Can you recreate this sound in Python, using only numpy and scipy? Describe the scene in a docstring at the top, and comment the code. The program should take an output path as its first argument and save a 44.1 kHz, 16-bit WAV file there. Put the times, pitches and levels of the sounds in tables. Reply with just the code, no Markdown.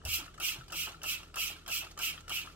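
"""Over a steel kitchen sink, a trigger spray bottle is pumped eight times, close to a two-port microphone.
Each squeeze: plastic clicks ring the trigger's modes, the valve snaps and spits noise, and the jet hisses and
sings through nozzle resonances as pressure swells and sags. Droplets patter out as bursts of random impulses,
liquid slops in lumpy noise swells and the trigger rattles. An appliance hums on wavering sines over faint air."""
import sys
import numpy as np
from scipy import signal
from scipy.fft import rfft, irfft
from scipy.io import wavfile

SR = 44100
rng = np.random.default_rng(int(sys.argv[2]) if len(sys.argv) > 2 else 0)


def wrap_up_sound(samples):
    """Save the sound to the file named by the first command line argument, as 16-bit audio."""
    columns = np.atleast_2d(samples).T
    # keep every value between -1 and 1, then stretch to whole-number steps
    tamed = np.clip(columns, -1, 1)
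    steps = np.round(tamed * 32767).astype(np.int16)
    wavfile.write(sys.argv[1], SR, steps)


def invert_db(level):
    """Linear amplitude ratio for a level in decibels (20 dB per decade), elementwise."""
    return 10 ** (np.asarray(level, dtype=float) / 20)


N = 112454

# Orders of the appliance's motor: f/Hz, level/dB
MOTOR_ORDERS = [(40.4, -61.5), (80, -63), (121, -76), (160.6, -66)]
# Spectrum of the room's air: f/Hz, relative level/dB
AIR_SPECTRUM = [(26, -29), (36, -19), (65, -7), (100, -2), (230, -10), (330, -6), (960, -21), (1330, -30),
                (1940, -27), (4000, -25), (8000, -27), (16000, -63)]
# Likeness of the air at left and right: f/Hz, likeness/1
AIR_LIKENESS = [(60, 0.71), (300, 0.68), (1000, 0.23), (4000, 0.09)]
# Soft bumps of the hand: t/s, level/dB, f/Hz, T60/s
HAND_BUMPS = [(0.05, -33.5, 72.5, 0.34), (0.086, -32, 81, 0.11), (0.141, -45, 66, 0.18),
              (0.186, -50, 325, 0.23), (.215, -46, 288, 0.128), (0.584, -43.5, 127.6, 0.22)]
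# Piston knocking back after each squeeze: t/s, level before the knock trim/dB
PISTON_KNOCKS = [(0.191, -45.5), (0.551, -48.5), (0.872, -43), (1.191, -51.5), (1.499, -46.5),
                 (1.82, -45.5), (2.139, -51), (2.441, -49.5)]
# Spectrum of liquid slopping in the pump: f/Hz, relative level/dB
SLOP_SPECTRUM = [(200, -21.5), (330, -3), (450, -12.5), (580, -5.5), (720, -3.5), (850, -4), (1000, -7),
                 (1600, -9), (2200, -31.5)]
# Trigger clicks: t/s, level before the click trim/dB, lift of the upper modes/dB
TRIGGER_CLICKS = [(0.016, -45, -16), (0.209, -41.5, -8), (0.2276, -42.5, -1), (0.261, -46, -5),
                  (0.2786, -44, 3), (0.344, -54, -8), (0.379, -42, -10), (0.403, -37.5, -22),
                  (0.6097, -39, -7), (0.7, -45, 5), (0.7245, -35, -18), (0.8738, -40, -7),
                  (0.9425, -42, -8), (1.0164, -42.5, 7), (1.039, -35, -14), (1.231, -46, 5),
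                  (1.3414, -40, 0), (1.357, -40, -5), (1.3657, -32, -5), (1.5156, -51, -7),
                  (1.5614, -41.5, -3), (1.662, -40.5, 5), (1.6784, -43.5, -9), (1.6867, -32, -20),
                  (1.8683, -45, 5), (1.91, -51, -9), (1.967, -48, -11), (1.9755, -41, 5), (1.989, -39, -11),
                  (1.9973, -30.5, -4), (2.1768, -40, 7), (2.2785, -40.5, 3), (2.295, -38, -9),
                  (2.302, -35, 4), (2.472, -39, -5.0), (2.4987, -49, -9)]
# Lower modes of the plastic trigger, before the grip shifts them: f/Hz, level/dB, T60/s
TRIGGER_LOW_MODES = [(810, -23, 0.011), (1244, -12, 0.075), (1295, -2.5, 0.05), (1344, 3.5, 0.028),
                     (1510, -7, 0.009), (1690, -2.5, 0.016), (1870, -14.5, .01)]
# Upper modes of the trigger, which follow each click's lift: f/Hz, level/dB, T60/s
TRIGGER_HIGH_MODES = [(2550, -11, 0.024), (2980, 0.5, 0.018), (3940, -25, 0.0028)]
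# Spectrum of droplets on foam and steel: f/Hz, relative level/dB
PATTER_SPECTRUM = [(180, -58), (300, -3.5), (447, -35), (1030, -11), (1340, -9), (1610, -10), (2480, -3.5),
                   (3580, -4), (16000, -23.5)]
# Squeezes: valve opens t/s, top of pressure t/s, valve shuts t/s, top level/dB, mist lift/dB
PUMP_SQUEEZES = [(0.051, 0.141, 0.2, -38, 3), (0.4, 0.461, 0.54, -37, -.5),
                 (0.7218, 0.802, 0.87, -38, -0.5), (1.033, 1.104, 1.1654, -37.5, -1),
                 (1.3584, 1.407, 1.514, -37.5, -.5), (1.6787, 1.744, 1.8184, -37.5, -0.3),
                 (1.9894, 2.05, 2.113, -36, -3), (2.295, 2.345, 2.424, -37.5, -4.5)]
# Nozzle resonances, before wander and widening: centre f/Hz, width f/Hz, relative level/dB
NOZZLE_MODES = [(2327, 157, -8.5), (2525, 260, -11.5), (2745, 190, -2.5), (2970, 107, -9), (3220, 110, -7),
                (3820, 98, -17), (1320, 110, -18.5)]
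# Hiss of the jet: f/Hz, relative level/dB
MIST_SPECTRUM = [(2000, -29.5), (3300, 3), (3600, -2), (3870, -0.5), (4500, 1.5), (5280, 4), (5800, 2.5),
                 (6290, 3), (6710, -3.5), (7300, 4.5), (8000, 0), (8810, -7), (9600, -7), (10500, -2),
                 (12000, -8), (16500, -4)]
# Finest spray: f/Hz, relative level/dB
FIZZ_SPECTRUM = [(9000, -33), (11500, -3.5), (13800, 1.5), (16500, -3.5)]
# Dry treble ticks of droplets and spring: t/s, level before the tick trim/dB
DRY_TICKS = [(0.261, -44), (0.342, -45.5), (0.378, -45.5), (0.587, -46), (0.681, -41), (0.7045, -41.5),
             (0.889, -36.5), (0.918, -42), (1.0174, -43), (1.231, -47), (1.342, -38.5), (1.662, -41),
             (1.912, -40.5), (1.9753, -36.5), (2.206, -44), (2.2805, -38)]
# Spectrum of those ticks: f/Hz, relative level/dB
TICK_SPECTRUM = [(2000, -3), (3000, -2.5), (5500, -1.5), (8000, -3), (9500, -14), (16000, -18)]


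def evened(x):
    """Scales x to rms 1."""
    return x / np.sqrt(np.mean(x ** 2) + 1e-20)


def read(points, hz):
    """Reads a spectrum table at hz, along a log frequency axis."""
    f, value = np.transpose(points)
    return np.interp(np.log(hz + 1), np.log(f + 1), value)


def colour(x, points):
    """Filters x by a spectrum table, to rms 1."""
    gain = invert_db(read(points, np.fft.rfftfreq(N, 1 / SR)))
    return evened(irfft(rfft(x) * gain, N))


def slow(rate_hz):
    """Smooth random drift: low-passed noise, rms 1."""
    return evened(signal.lfilter(*signal.butter(2, rate_hz, fs=SR), rng.standard_normal(N)))


def resonate(x, hz, width):
    """Shifts the curve hz down to zero, smooths twice, and shifts back: a steep moving resonance."""
    turn = np.exp(2j * np.pi * np.cumsum(hz) / SR)
    r = np.exp(-np.pi * width / SR)
    smooth = signal.lfilter([(1 - r) ** 2], [1, -2 * r, r * r], x / turn)
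    return 2 * (turn * smooth).real


def train(times, sizes):
    """One single-sample click per event."""
    out = np.zeros(N)
    np.add.at(out, np.clip((np.asarray(times) * SR).astype(int), 0, N - 1), sizes)
    return out


def fading(x, t60):
    """Instant rise, exponential fall."""
    return signal.lfilter([1], [1, -np.exp(-np.log(1000) / (t60 * SR))], x)


def bursting(per_s, floor_db, spread_db):
    """Levels of random impulses at a mean rate, a few of them far louder than the floor."""
    loudness = invert_db(floor_db + spread_db * np.minimum(rng.exponential(1, N), 4.5))
    return loudness * (rng.random(N) < per_s / SR)


def room():
    """Motor orders waver in level and phase over a quiet noise floor, most alike left and right in the bass."""
    air_db, waver_db, drift_rad = -61, 2.5, 0.59
    t = np.arange(N) / SR
    hum = np.zeros(N)
    for hz, db in MOTOR_ORDERS:
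        level = np.sqrt(2) * invert_db(db + waver_db * slow(16.5))
        hum += level * np.sin(2 * np.pi * (hz * t + rng.random()) + drift_rad * slow(1.34))
    a, b = rfft(rng.standard_normal((2, N)))
    same = np.clip(read(AIR_LIKENESS, np.fft.rfftfreq(N, 1 / SR)), 0, 1)
    air = irfft([a, same * a + np.sqrt(1 - same ** 2) * b], N)
    return hum + invert_db(air_db) * np.array([colour(side, AIR_SPECTRUM) for side in air])


def sink(x):
    """Short steel-basin tails of sparse taps, different at each port, blending as the hand sways."""
    t60_s, sway_per_s = 0.057, 9
    taps = rng.choice([-1., 1.], (3, 2, 4000)) * (rng.random((3, 2, 4000)) < 0.3)
    taps *= invert_db(-60 * np.arange(4000) / SR / t60_s)
    taps[..., :40] = 0  # a short gap ahead of the tail
    taps = signal.lfilter(*signal.butter(1, 500, "high", fs=SR), taps)
    taps /= np.linalg.norm(taps, axis=2, keepdims=True)
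    thirds = np.arange(3)[:, None] / 3
    sway = np.sqrt(2 / 3) * np.cos(2 * np.pi * (sway_per_s * np.arange(N) / SR + thirds))
    return signal.oaconvolve((x * sway)[:, None], taps, axes=2)[..., :N].sum(0)


def bumps():
    """The hand's dull low pushes: decaying sines with a soft start."""
    t, out = np.arange(N) / SR, np.zeros(N)
    for s, db, hz, t60 in HAND_BUMPS:
        u = np.maximum(t - s, 0)
        out += invert_db(db - 60 * u / t60) * (1 - np.exp(-u / 0.0015)) * np.sin(2 * np.pi * hz * u)
    return out


def slop():
    """Liquid slops in lumpy low-mid swells after the valve opens, and starts sharply as the piston knocks back."""
    swell_db, delay_s, spread_s = -53.5, 0.017, 0.018
    knock_trim_db, knock_t60_s = -8, 0.27
    t, (s, knock_db) = np.arange(N) / SR, np.transpose(PISTON_KNOCKS)
    swell = fading(train(s, invert_db(knock_db + knock_trim_db)), knock_t60_s)
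    for opens, *_ in PUMP_SQUEEZES:
        swell += invert_db(swell_db) * np.exp(-0.5 * ((t - opens - delay_s) / spread_s) ** 2)
    lumps = invert_db(2.46 * slow(127.0))
    return swell * lumps * colour(rng.standard_normal(N), SLOP_SPECTRUM)


def trigger():
    """Each click is a soft-starting bump of plastic that rings the trigger's modes; a faint rattle runs between."""
    click_trim_db, scuff_s = -3, 0.0009
    grips, grip_spread = 5, 0.04  # each grip shifts every mode by about this share
    s, db, bright_db = np.transpose(TRIGGER_CLICKS)
    rattle = bursting(370, -68, 2.5)
    t, out = np.arange(2000) / SR, np.zeros(N)
    grip = np.repeat(rng.integers(0, grips, N // 500 + 1), 500)[:N]  # redrawn every 500 samples
    for modes, lift_db in ((TRIGGER_LOW_MODES, 0), (TRIGGER_HIGH_MODES, bright_db)):
        hits = train(s, invert_db(db + lift_db + click_trim_db)) + rattle
        for k in range(grips):
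            ring = np.zeros(len(t))
            for hz, mode_db, t60 in modes:
                shifted_hz = hz * (1 + grip_spread * rng.standard_normal())
                ring += invert_db(mode_db - 60 * t / t60) * np.sin(2 * np.pi * (shifted_hz * t + rng.random()))
            soft_ring = ring * (1 - np.exp(-t / scuff_s)) ** 2
            out += signal.oaconvolve(hits * (grip == k), soft_ring)[:N]
    return out


def patter(p_db):
    """Dense small droplets land and burst, lingering after each squeeze."""
    level_db, t60_s = -10, 0.31  # level relative to the smoothed pressure
    drops = rng.standard_normal(N) * bursting(5400, 0, 3.2)
    r = np.exp(-np.log(1000) / (t60_s * SR))
    wet = signal.lfilter([1 - r], [1, -r], invert_db(p_db))
    return invert_db(level_db) * wet * colour(drops, PATTER_SPECTRUM)


def pressure_db():
    """Jumps as the valve opens, swells, sags, and drains once it shuts; also gives each squeeze's mist lift."""
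    start_db, sag_db, shut_db_per_s, bend = -10.5, -7, 296, 1.92
    t, out, lift = np.arange(N) / SR, np.full(N, -120.), np.zeros(N)
    for opens, top, shuts, top_db, mist_db in PUMP_SQUEEZES:
        rise = np.clip((top - t) / (top - opens), 0, 1)
        sag = np.clip((t - top) / (shuts - top), 0, 1)
        db = top_db + start_db * rise ** bend + sag_db * sag ** bend
        db -= shut_db_per_s * np.maximum(t - shuts, 0)
        out = np.where(t >= opens, db, out)
        lift = np.where(t >= opens, mist_db, lift)
    return out, lift


def nozzle_tone():
    """Rushing noise rings the nozzle's resonances, which wander as foam passes."""
    rush, tone = rng.standard_normal(N), np.zeros(N)
    for k, (hz, width, db) in enumerate(NOZZLE_MODES):
        wandering_hz = hz + 22 * slow(42)
        tone += (-1) ** k * invert_db(db) * resonate(rush, wandering_hz, width * 1.71)  # alternating sign
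    return evened(tone)


def jet(p_db, lift_db):
    """Turbulence rings the nozzle; hiss and fizz grow faster with pressure; the valve snaps and spits open."""
    mist_db, mist_slope, fizz_db, fizz_slope = -37.5, 1.83, -40.5, 2.3  # slopes in dB per dB of pressure
    tone_slope, full_db = 0.22, -37.5  # the nozzle sings best at high pressure
    spit_db, spit_t60_s, snap_db, snap_t60_s = -46.884, 0.066, -35.384, 0.0062
    tick_trim_db, tick_t60_s = -5, 0.023
    over_db = p_db - full_db
    mist = colour(rng.standard_normal(N), MIST_SPECTRUM)
    fizz = colour(rng.standard_normal(N), FIZZ_SPECTRUM)
    tick = colour(rng.standard_normal(N), TICK_SPECTRUM)

    singing = nozzle_tone() * invert_db(p_db + tone_slope * np.maximum(over_db, -15) + 0.5)
    hiss = mist * invert_db(mist_db + lift_db + mist_slope * over_db)
    hiss += fizz * invert_db(fizz_db + lift_db + fizz_slope * over_db)
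    flutter = invert_db(1.28 * slow(121))

    opens = train([row[0] for row in PUMP_SQUEEZES], 1)
    spit = invert_db(spit_db) * fading(opens, spit_t60_s) * mist
    snap = invert_db(snap_db) * fading(opens, snap_t60_s) * (mist + 0.46 * fizz)
    s, db = np.transpose(DRY_TICKS)
    ticks = tick * fading(train(s, invert_db(db + tick_trim_db)), tick_t60_s)
    return singing + flutter * hiss + spit + snap + ticks


def at_ports(near, left_db, wet_db):
    """Sound reaches the left port later than the right, at its own level, with the sink's tail added."""
    left_lag = 3.59  # samples; the bottle is to the right
    left = irfft(rfft(near) * np.exp(-2j * np.pi * left_lag * np.fft.rfftfreq(N)), N)
    ports = np.array([left, near]) + invert_db(wet_db) * sink(near)
    return ports * invert_db(np.array([[left_db], [0]]))


def scene():
    """Room and hand bumps, the pump's clicks and slop, then the spray over them."""
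    p_db, lift_db = pressure_db()
    background = bumps() + room()
    pump = at_ports(trigger() + slop(), 3, -3.5)  # the pump in the hand is nearer and drier
    spray = at_ports(jet(p_db, lift_db) + patter(p_db), -2.5, 0.5)
    return background + pump + spray


def top_cut(x):
    """Nothing passes above the cut-off."""
    return signal.sosfilt(signal.butter(12, 16820, fs=SR, output="sos"), x)


def record(dry):
    """Rolls the top off steeply at 15.9 kHz with a long symmetric filter."""
    edge = signal.firwin(255, 15900, window=("kaiser", 8), fs=SR)
    limited = signal.oaconvolve(dry, edge[None], "same")
    return top_cut(limited)


dry = scene()
out = record(dry)
wrap_up_sound(out)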